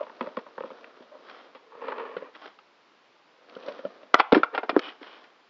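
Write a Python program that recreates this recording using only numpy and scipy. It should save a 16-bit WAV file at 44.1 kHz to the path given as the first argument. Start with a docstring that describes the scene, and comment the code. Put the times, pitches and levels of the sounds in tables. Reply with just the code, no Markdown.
"""Plastic mugs are worked out of a cardboard box in a small room, close to a narrow-band microphone.
First they knock, slide and shuffle: impacts ring damped modes, and stick-slip friction makes noise.
A hand rubs over card and plastic; near 2 s rims drag along the wall and the box bumps hollowly.
After a lull with one faint clack the box is handled again. From 4.1 s hard containers clack together
and thump down on a cloth-covered surface. Last, a fingertip rasps over a lid."""
import sys
import numpy as np
from scipy import signal
from scipy.fft import rfft, irfft
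from scipy.io import wavfile
from scipy.ndimage import uniform_filter1d

SR = 44100
rng = np.random.default_rng(int(sys.argv[2]) if len(sys.argv) > 2 else 0)


def materialize(psi):
    """Save the field psi as 16-bit PCM at rate SR to the path in sys.argv[1].

    A 1-D psi becomes a single channel; in a 2-D psi each row is a channel.
    """
    bounded = np.clip(np.atleast_2d(psi).T, -1, 1)
    quanta = np.round(bounded * 32767).astype(np.int16)
    wavfile.write(sys.argv[1], SR, quanta)


N = 242357
TAPS = 8192  # samples in one blow or one filter design
SCUFF_S = .03  # lead-in before each contact


def amp(db):
    """Amplitude ratio of a level in decibels."""
    return 10 ** (np.asarray(db) / 20)


def unit(x):
    """Normalisation to rms 1."""
    return x / np.sqrt(np.mean(x ** 2) + 1e-20)


def read(points, hz):
    """Interpolation on a log-frequency axis."""
    f, value = np.transpose(points)
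    return np.interp(np.log(hz + 1), np.log(f + 1), value)


def add(mix, start_s, sound):
    """Superposition: a sound joins the mix at start_s, or at 0 if that is negative."""
    part = mix[max(round(start_s * SR), 0):][:len(sound)]
    part += sound[:len(part)]


def colour(x, points):
    """Minimum-phase filter through points of (frequency_hz, gain_db)."""
    log_gain = np.log(amp(read(points, abs(np.fft.fftfreq(TAPS, 1 / SR)))))
    response = np.fft.ifft(np.exp(np.conj(signal.hilbert(log_gain)))).real[:TAPS // 2]
    return signal.fftconvolve(x, response)[:len(x)]


def band(x, low_hz, high_hz, order=3):
    """Butterworth band-pass."""
    return signal.sosfilt(signal.butter(order, [low_hz, high_hz], "band", fs=SR, output="sos"), x)


def bend(x, lag_s, corner_hz):
    """Dispersion: low bending waves cross a thin wall more slowly, so the bass trails the crack."""
    hz = np.fft.rfftfreq(len(x), 1 / SR)
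    phase = 2 * np.pi * lag_s * corner_hz * np.arctan(hz / corner_hz)
    return irfft(rfft(x) * np.exp(-1j * phase), len(x))


# Radiation spectrum of a thin wall: frequency_hz, gain_db
WALL_SPECTRUM = [(40, -28), (110, -25.5), (160, -16), (230, -5), (3000, 9), (5300, -6), (6200, -41.5)]
def blow(modes, bass_db, treble_db, note_hz, chatter_s, note, chatter, crack, top_db, lag_s, low_hz):
    """Modal response: an impulse and its brief chatter excite a body's damped resonances."""
    t = np.arange(TAPS) / SR
    since = t - SCUFF_S
    after = np.maximum(since, 0)
    body = np.zeros(TAPS)
    for hz, db, t60_s in modes:
        # each place on the wall favours other modes, and the grip detunes them
        place, grip = rng.standard_normal(2)
        body += amp(db + 2.5 * place - 60 * t / t60_s) * np.sin(2 * np.pi * hz * (1 + .025 * grip) * t)
    # a faint swell leads into the contact; the surfaces press together within a millisecond, then rattle apart
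    lead_in = .03 * np.exp(-abs(since) / .0025)
    press = 1 - np.exp(-after / .0003)
    contact = np.where(since < 0, lead_in, press * np.exp(-after / max(chatter_s, .0012)))
    force = chatter * rng.standard_normal(TAPS) * contact
    force[round(SCUFF_S * SR)] += 1
    ring = unit(signal.fftconvolve(force, body)[:TAPS])
    ring += note * unit(press * np.sin(2 * np.pi * note_hz * after) * np.exp(-after / .0037))
    # the dense high modes die as soon as the contact ends
    ring += crack * unit(rng.standard_normal(TAPS) * contact)
    # a small, stiff body radiates little below low_hz
    ring = signal.sosfilt(signal.butter(3, low_hz, "high", fs=SR, output="sos"), ring)
    ring = bend(colour(ring, WALL_SPECTRUM), lag_s, corner_hz=642)
    # place and hardness set bass_db and treble_db, both relative to the middle band
    bands_hz = [(150, 700), (700, 2000), (2000, 7000)]
    bass, middle, treble = (20 * np.log10(np.std(band(ring, *edges))) for edges in bands_hz)
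    low_db, high_db = bass_db - bass + middle, treble_db - treble + middle
    return colour(ring, [(580, low_db), (820, .0041), (1600, .021),
                         (2400, high_db), (3500, high_db), (5500, high_db + top_db)])


def hits(rows, modes, gain_db, **material):
    """Impacts on one body, each with its loudest 4 ms at an rms level of level_db + gain_db."""
    out = np.zeros(N)
    for start_s, level_db, *contact in rows:
        sound = blow(modes, *contact, **material)
        loudest = np.sqrt(uniform_filter1d(sound ** 2, size=176).max())
        add(out, start_s - SCUFF_S, amp(level_db + gain_db) * sound / loudest)
    return out


def rebounding(rows, delay_s, loss_db, tilt_db, pitch_ratio):
    """Inelastic rebound: each blow recurs softer and lower; positive tilt dulls it, negative brightens."""
    again = [(s + delay_s, db - loss_db, bass_db + tilt_db, treble_db - tilt_db, hz * pitch_ratio, *rest)
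             for s, db, bass_db, treble_db, hz, *rest in rows]
    return list(rows) + again


def stroke(rows):
    """Amplitude envelope: each slide gains 16.5 dB over its swell and loses as much over its fade."""
    t, gain = np.arange(N) / SR, np.zeros(N)
    for peak_s, level_db, swell_s, fade_s in rows:
        away = np.where(t < peak_s, (peak_s - t) / swell_s, (t - peak_s) / fade_s)
        gain += amp(level_db - 16.5 * np.minimum(away, 20) ** 1.69)
    return gain


def friction(slips_per_s, spread_db, smooth, judder_db):
    """Stick-slip friction: uneven impulses over smooth noise, modulated by the judder of the hand."""
    size = amp(spread_db * np.minimum(rng.exponential(1, N), 3)) * rng.choice([-1, 1], N)
    slips = unit(size * (rng.random(N) < slips_per_s / SR))
    judder = unit(band(rng.standard_normal(N), 22, 98))
    return (slips + smooth * rng.standard_normal(N)) * amp(judder_db * judder)


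def scrape(strokes, spectrum, gain_db, level_band_hz=(300, 1300), **surface):
    """Source and filter: a body colours friction; strokes reach level_db + gain_db in level_band_hz."""
    sound = colour(friction(**surface), spectrum)
    return amp(gain_db) * stroke(strokes) * sound / np.std(band(sound, *level_band_hz))


# Background noise of the room: frequency_hz, density_db
AIR_SPECTRUM = [(40, -45.5), (110, -21), (170, -12), (250, -5.5), (480, -3), (700, -4), (1000, -2.5),
                (1700, -7), (3000, -10.5), (5000, -16.5), (6400, -26.5), (7500, -33.5)]
def air():
    """Stationary broadband noise: the steady hush of the room."""
    return amp(-61.5) * unit(colour(rng.standard_normal(N), AIR_SPECTRUM))


# Modes of the mugs against the box: frequency_hz, level_db, t60_s
BOX_MODES = [(267, -10, 0.07), (546, -5.5, 0.042), (570, 1, 0.014), (929, 2, 0.021), (1038, -4, 0.022),
             (1246, -8.5, 0.036), (1780, -9.5, 0.01), (2270, -15.5, 0.021), (2570, -20, 0.021),
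             (3250, -15, 0.014)]
# Light knocks and catches: start_s, level_db, bass_db, treble_db, chatter_s
MUG_KNOCKS = [(0.003, -38, -6, -8.5, 0.0079), (0.066, -36.5, -1, -17, 0.0047),
              (0.096, -37, -11.5, -18, 0.0027), (0.2088, -19, -1.5, -17, 0.0016),
              (0.2125, -27, 9.5, -15.5, 0.031), (0.2625, -34, 3, -14, 0.0034),
              (0.2705, -26.5, 9, -12.5, 0.0019), (0.3695, -22.5, -4, -16, 0.001),
              (0.373, -22, 7.5, -15.5, 0.0052), (0.464, -37, 0, -18, 0.0053),
              (0.5792, -25.5, -0.5, -23, 0.0045), (0.6055, -24, 7.5, -13.5, 0.0017),
              (0.614, -36, 17, -11, 0.0011), (0.6348, -29, -1.5, -31, 0.004),
              (0.6405, -28, 27, -13, 0.0017), (0.653, -36, 5, -10.5, 0.011),
              (0.703, -33.5, -0.5, -16, 0.0037), (0.714, -34, 10, -10, 0.0034),
              (1.003, -39, 14, -6, 0.0041), (1.026, -51, -11, 1, 0.0041), (1.548, -39, 1.5, -6, 0.0127),
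              (1.718, -40.5, -13, -26, 0.012), (1.7494, -38.5, 2, -24, 0.0059),
              (1.8197, -30.5, -3, -21, 0.0035), (1.843, -37, -6, -18, 0.0025),
              (1.8825, -24.5, -4, -13, 0.0054), (1.9205, -24.5, -10, -23, 0.0027),
              (1.982, -28, -14, -12.5, 0.0027), (1.997, -29, -5, -20, 0.0053), (2.0372, -48, 3, -8, 0.0033),
              (2.1056, -44, -1, -10, .002)]
def mug_knocks():
    """Impact excitation: every knock of a mug rings the same cardboard note, then rebounds."""
    pitch_hz = 527
    rows = [(s, db, bass, treble, pitch_hz, chatter_s) for s, db, bass, treble, chatter_s in MUG_KNOCKS]
    rows = rebounding(rows, delay_s=.018, loss_db=16.5, tilt_db=-7, pitch_ratio=.9)
    return hits(rows, BOX_MODES, gain_db=-5,
                chatter=.42, crack=.3, note=.27, top_db=1.5, lag_s=.0036, low_hz=130)


# Hollow hum of a container: frequency_hz, gain_db
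HUM_SPECTRUM = [(130, -63.5), (260, -6.5), (390, -14.5), (490, 2.5), (610, 7.5), (760, -14), (980, -4.5),
                (1220, -9.5), (1600, -26), (3000, -30), (7000, -63)]
# Slips of a mug wall: peak_s, level_db, swell_s, fade_s
MUG_SLIDES = [(0.012, -32, 0.094, 0.03), (0.19, -49.5, 0.017, 0.011), (1.02, -50, 0.024, 0.025),
              (1.127, -47, 0.017, 0.022), (1.155, -46.5, 0.01, 0.036), (3.68, -41, 0.043, 0.07),
              (3.85, -37, 0.0096, 0.027)]
def mug_slides():
    """Forced vibration: a mug wall slipping against a container makes it hum."""
    return scrape(MUG_SLIDES, HUM_SPECTRUM, gain_db=0,
                  slips_per_s=310, spread_db=4.5, smooth=1, judder_db=2)


# Response of the box of mugs: frequency_hz, gain_db
SHUFFLE_SPECTRUM = [(88, -47), (150, -27.5), (261, -6), (345, -6.5), (500, 0.5), (724, -5.5), (807, -11.5),
                    (1240, -6), (2170, -19.5), (3500, -21.5), (3830, -21.5), (4910, -27.5), (6000, -34),
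                    (7800, -84), (13200, -120)]
# Slow shifts of the mugs: peak_s, level_db, swell_s, fade_s
MUG_SHIFTS = [(0.24, -49.5, 0.39, 0.37), (0.8, -50, 0.35, 0.22), (1.33, -52.5, 0.56, 0.38),
              (3.68, -45, 0.28, 0.22), (3.9, -52.5, 0.28, 0.38)]
def mug_shuffle():
    """Sliding friction: mugs shifting about in the box make long, soft swells of noise."""
    return scrape(MUG_SHIFTS, SHUFFLE_SPECTRUM, gain_db=-3.5,
                  slips_per_s=330, spread_db=3, smooth=1, judder_db=.2)


# Spectrum of a snap: frequency_hz, gain_db
SNAP_SPECTRUM = [(100, -50.5), (600, -25), (1300, 16.5), (2600, 12), (4000, 3.5), (7000, -7.5)]
# Snaps of a rim, a flap or a fingernail: start_s, relative_peak_db, low_hz, top_hz, decay_s
SNAPS = [(0.2127, -19.5, 890, 3780, 0.0016), (0.843, -24, 800, 3600, 0.0024),
         (1.297, -25.5, 900, 5100, 0.0035), (1.8825, -44, 900, 4810, 0.0024),
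         (1.983, -42.5, 900, 4600, 0.0032), (2.167, -29, 1180, 4240, 0.014),
         (2.35, -27.5, 900, 3900, 0.0065), (3.4968, -32, 2230, 4830, .0015),
         (3.5515, -30.5, 2870, 4900, 0.0022), (3.6244, -37, 2520, 4550, 0.012),
         (3.6634, -33, 3600, 5550, .002), (3.683, -24.5, 1500, 5420, 0.0093),
         (3.7223, -31, 2000, 5600, 0.002), (4.1434, -3.5, 3000, 7000, 0.0013),
         (4.3253, -4, 1500, 4530, 0.0021), (4.7926, -10.5, 900, 5700, 0.003),
         (4.826, -23.5, 1200, 3970, 0.0044), (4.892, -27.5, 1790, 4200, .004),
         (5.03, -27.5, 1196, 4110, 0.002), (5.24, -36, 1200, 5500, 0.0089)]
def snaps():
    """Contact transients: the harder the contact, the higher its burst of noise reaches."""
    out, t = np.zeros(N), np.arange(TAPS) / SR
    for start_s, relative_peak_db, low_hz, top_hz, decay_s in SNAPS:
        burst = rng.standard_normal(TAPS) * np.exp(-t / decay_s)
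        snap = band(colour(burst, SNAP_SPECTRUM), low_hz, top_hz, order=5)
        add(out, start_s, amp(relative_peak_db - 9) * snap / abs(snap).max())
    return out


# Hiss of smooth surfaces: frequency_hz, gain_db
RUB_SPECTRUM = [(130, -59), (200, -6.5), (300, 5), (600, 4), (1200, 6), (2100, -1.5), (2600, -8),
                (3200, -1.5), (3900, -10), (5500, -15), (6800, -54.5)]
# Rubbing strokes: peak_s, level_db, swell_s, fade_s
RUB_STROKES = [(1.3, -54, 0.057, 0.03), (1.38, -54.5, 0.18, 0.13), (2.355, -51, .014, 0.02),
               (2.45, -54, 0.12, 0.11), (2.42, -51, 0.0051, 0.013), (2.436, -56, 0.0045, 0.024),
               (2.463, -48.5, 0.013, 0.0065), (2.478, -48.5, 0.0063, 0.0054), (3.685, -56, 0.055, 0.023),
               (3.79, -57, 0.051, 0.031), (4.196, -29, 0.014, 0.012), (4.355, -37, 0.0096, 0.044),
               (4.85, -45.5, 0.042, 0.11), (5.03, -50.5, 0.027, 0.09), (5.15, -54.5, 0.15, 0.21)]
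def hand_rub():
    """Fine-grained friction: hands and smooth walls slide over card and plastic with a brighter hiss."""
    return scrape(RUB_STROKES, RUB_SPECTRUM, gain_db=-5, level_band_hz=(2000, 6000),
                  slips_per_s=570, spread_db=-5, smooth=.94, judder_db=1)


# Response of the cardboard wall: frequency_hz, gain_db
DRAG_SPECTRUM = [(130, -64), (195, -24.5), (260, -3), (345, -12), (460, 10), (560, 0), (760, -10.5),
                 (900, -3.5), (1120, 1), (1540, -13), (1780, -6), (2080, -18.5), (2320, -13), (3100, -21),
                 (3750, -28.5), (4500, -31.5), (7000, -65.5)]
# Drags along that wall: peak_s, level_db, swell_s, fade_s
RIM_DRAGS = [(1.9, -33, 0.12, 0.076), (1.99, -34, 0.034, .06), (2.045, -41.5, 0.022, 0.12),
             (2.26, -42.5, 0.59, 0.052), (4.549, -27.5, 0.018, 0.0048), (4.69, -40, 0.0075, .005),
             (4.757, -35, 0.0088, 0.029)]
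def rim_drag():
    """Stick-slip excitation: mug rims catch on the cardboard and drive its hollow resonances."""
    return scrape(RIM_DRAGS, DRAG_SPECTRUM, gain_db=-3.5,
                  slips_per_s=450, spread_db=1.5, smooth=.8, judder_db=.3)


# Modes of a cardboard panel: frequency_hz, level_db, t60_s
PANEL_MODES = [(200, -13.5, 0.12), (289, -10, 0.04), (545, 0, 0.024), (1039, -13.5, .025), (1351, -7, .02)]
# Bumps on the box: start_s, level_db, bass_db, treble_db, pitch_hz, chatter_s
BOX_BUMPS = [(2.166, -23, 10, -9, 497, 0.0075), (2.2225, -30.5, 19.5, -5, 500, 0.003),
             (3.565, -31.5, 13, -11, 480, 0.003), (3.6835, -26.5, 10.5, -10, 570, 0.005),
             (3.791, -32.5, 8.5, -9, 540, 0.0035), (3.8505, -23, 15.5, -8.5, 571, 0.0077),
             (4.031, -40.5, 9.5, -0.5, 620, 0.0052)]
def box_bumps():
    """Damped panel vibration: the outer wall or flap answers a bump with a short, hollow note."""
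    return hits(BOX_BUMPS, PANEL_MODES, gain_db=-3.5,
                chatter=.27, crack=.33, note=1.1, top_db=-5.5, lag_s=.001, low_hz=100)


# Modes of a hard container wall: frequency_hz, level_db, t60_s
WALL_MODES = [(331, -22.5, 0.016), (464, -6, 0.033), (605, -6, 0.0073), (760, 3, 0.011), (885, 5.5, 0.01),
              (1146, -2, 0.015), (1361, -4.5, 0.036), (1800, -9, 0.022), (2070, -5.5, 0.038),
              (2380, -8, 0.039), (2660, -6.5, 0.019), (3360, -12, 0.038), (4170, -19, .01)]
# Clacks: start_s, level_db, bass_db, treble_db, pitch_hz, chatter_s, note_to_modes_ratio
PLASTIC_CLACKS = [(2.5885, -47.5, -25, -6.5, 1260, 0.0034, .9), (4.1424, -4.5, -8, -14.5, 1184, 0.0011, .4),
                  (4.1978, -12, -9, -10.5, 1340, 0.0051, .4), (4.2018, -12, -11.5, -14, 1005, 0.0028, 0.39),
                  (4.3213, -14, -3.5, -16, 865, 0.0036, .4), (4.333, -17.5, 3.5, -9.5, 1074, 0.0016, .4),
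                  (4.3462, -17, -12.5, -6.5, 1740, 0.0076, .5), (4.351, -17.5, -9, -15.5, 1300, 0.0047, .6),
                  (4.379, -28.5, -2, -14.5, 1500, 0.0013, .5),
                  (4.4328, -12.5, -14.5, -16.5, 1351, 0.004, 1.6),
                  (4.5485, -25.5, -4, -8.5, 815, 0.0096, .6),
                  (4.5775, -19.5, -5.5, -13.5, 1400, 0.0081, .5),
                  (4.6315, -27.5, 0.5, -16.5, 730, 0.0098, .4), (4.6932, -18.5, 0.5, -7, 1250, 0.0064, .6),
                  (4.715, -37, -6, -17, 1400, 0.0018, .6), (4.742, -39, 5, -16, 1110, 0.003, .4)]
def plastic_clacks():
    """Hard impact: plastic on plastic excites high wall modes and a sharp crack, then rebounds."""
    rows = rebounding(PLASTIC_CLACKS, delay_s=.01, loss_db=14.5, tilt_db=3.5, pitch_ratio=.82)
    return hits(rows, WALL_MODES, gain_db=0,
                chatter=.21, crack=.99, top_db=1.5, lag_s=.00099, low_hz=291)


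# Modes of a container base: frequency_hz, level_db, t60_s
BASE_MODES = [(158, 0.5, 0.059), (214, -16, 0.06), (303, 5.5, 0.046), (360, 9, 0.013), (477, -13, 0.026),
              (900, -12.5, 0.024), (1245, -19, 0.071)]
# Dull landings: start_s, level_db, bass_db, treble_db, pitch_hz, chatter_s
BASE_THUMPS = [(4.325, -5.5, 32, -6.5, 460, 0.003), (4.34, -23.5, 21.5, 4, 290, .004),
               (4.355, -16.5, 30, -7, 380, .003), (4.3655, -8.5, 19.5, -16, 301, 0.006),
               (4.374, -19.5, 19, -3.5, 290, 0.0055), (4.396, -28.5, 21, -7.5, 220, .004),
               (4.726, -32, 26.5, -12, 313, 0.0085), (4.7642, -6.5, 9.5, -25, 400, 0.002),
               (4.783, -30.5, 19, -1, 320, .009), (5.014, -39.5, 6, -22, 340, 0.015)]
def base_thumps():
    """Cushioned impact: a container set down on cloth rings mainly low modes, then rocks back."""
    rows = rebounding(BASE_THUMPS, delay_s=.0099, loss_db=17, tilt_db=-3.5, pitch_ratio=.81)
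    return hits(rows, BASE_MODES, gain_db=-1.5,
                chatter=.2, crack=.13, note=.54, top_db=7, lag_s=.001, low_hz=190)


# Resonances of a lid: frequency_hz, bandwidth_hz, level_db
LID_MODES = [(2500, 150, 2), (2964, 110, 2.5), (3180, 220, -4)]
# Fingertip strokes: peak_s, relative_level_db, swell_s, fade_s
LID_STROKES = [(4.845, -46, 0.046, 0.057), (4.895, -47.5, 0.023, 0.022), (5.08, -56.5, 0.035, 0.072),
               (5.15, -59.5, 0.047, 0.038)]
def lid_rasp():
    """Resonance: the slips of a dragging fingertip excite a lid's narrow treble modes."""
    slips = friction(slips_per_s=400, spread_db=2.5, smooth=.4, judder_db=2.2)
    ring = sum(amp(db) * unit(signal.lfilter(*signal.iirpeak(hz, hz / width_hz, SR), slips))
               for hz, width_hz, db in LID_MODES)
    return amp(2.5) * stroke(LID_STROKES) * unit(band(ring, 1700, 4310))


# Reverberation time of the room: frequency_hz, t60_s
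ROOM_DECAY = [(200, 0.056), (600, 0.51), (1300, 0.29), (3000, 0.38), (6000, 0.2)]
# Spectrum of its tail: frequency_hz, gain_db
ROOM_SPECTRUM = [(250, -9.5), (600, -5.5), (900, -0.5), (1400, -2), (2200, -4.5), (3300, -4), (6000, -12)]
def room(x, wet_db, gap_s):
    """Reverberation: a diffuse tail follows the direct sound, each band decaying at its own rate."""
    hz, t, noise = signal.stft(rng.standard_normal(SR // 2), SR, nperseg=256)
    decay = amp(-60 * t / read(ROOM_DECAY, hz)[:, None])
    tail = signal.istft(noise * decay, SR, nperseg=256)[1]
    tail *= np.clip(np.arange(len(tail)) / SR / gap_s - 1, 0, 1)  # silent for gap_s, then fades in
    tail = colour(tail / np.linalg.norm(tail), ROOM_SPECTRUM)
    return x + amp(wet_db) * signal.fftconvolve(x, tail)[:N]


def scene():
    """Superposition: all the handling reverberates in one room, over its hush."""
    handling = mug_knocks() + mug_slides() + mug_shuffle() + snaps() + hand_rub() + rim_drag()
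    handling += box_bumps() + plastic_clacks() + base_thumps() + lid_rasp()
    return (room(handling, wet_db=-17, gap_s=.0041) + air())[None]


def record(dry):
    """Asymmetric saturation: the microphone rounds off the hardest peaks, then limits the bandwidth."""
    ceiling = np.where(dry > 0, .95, .75)
    soft = dry / (1 + (dry / ceiling) ** 4) ** .25
    low_pass = signal.firwin(401, cutoff=7500, window=("kaiser", 8), fs=SR)
    return signal.oaconvolve(soft, low_pass[None], "same")


dry = scene()
out = record(dry)
materialize(out)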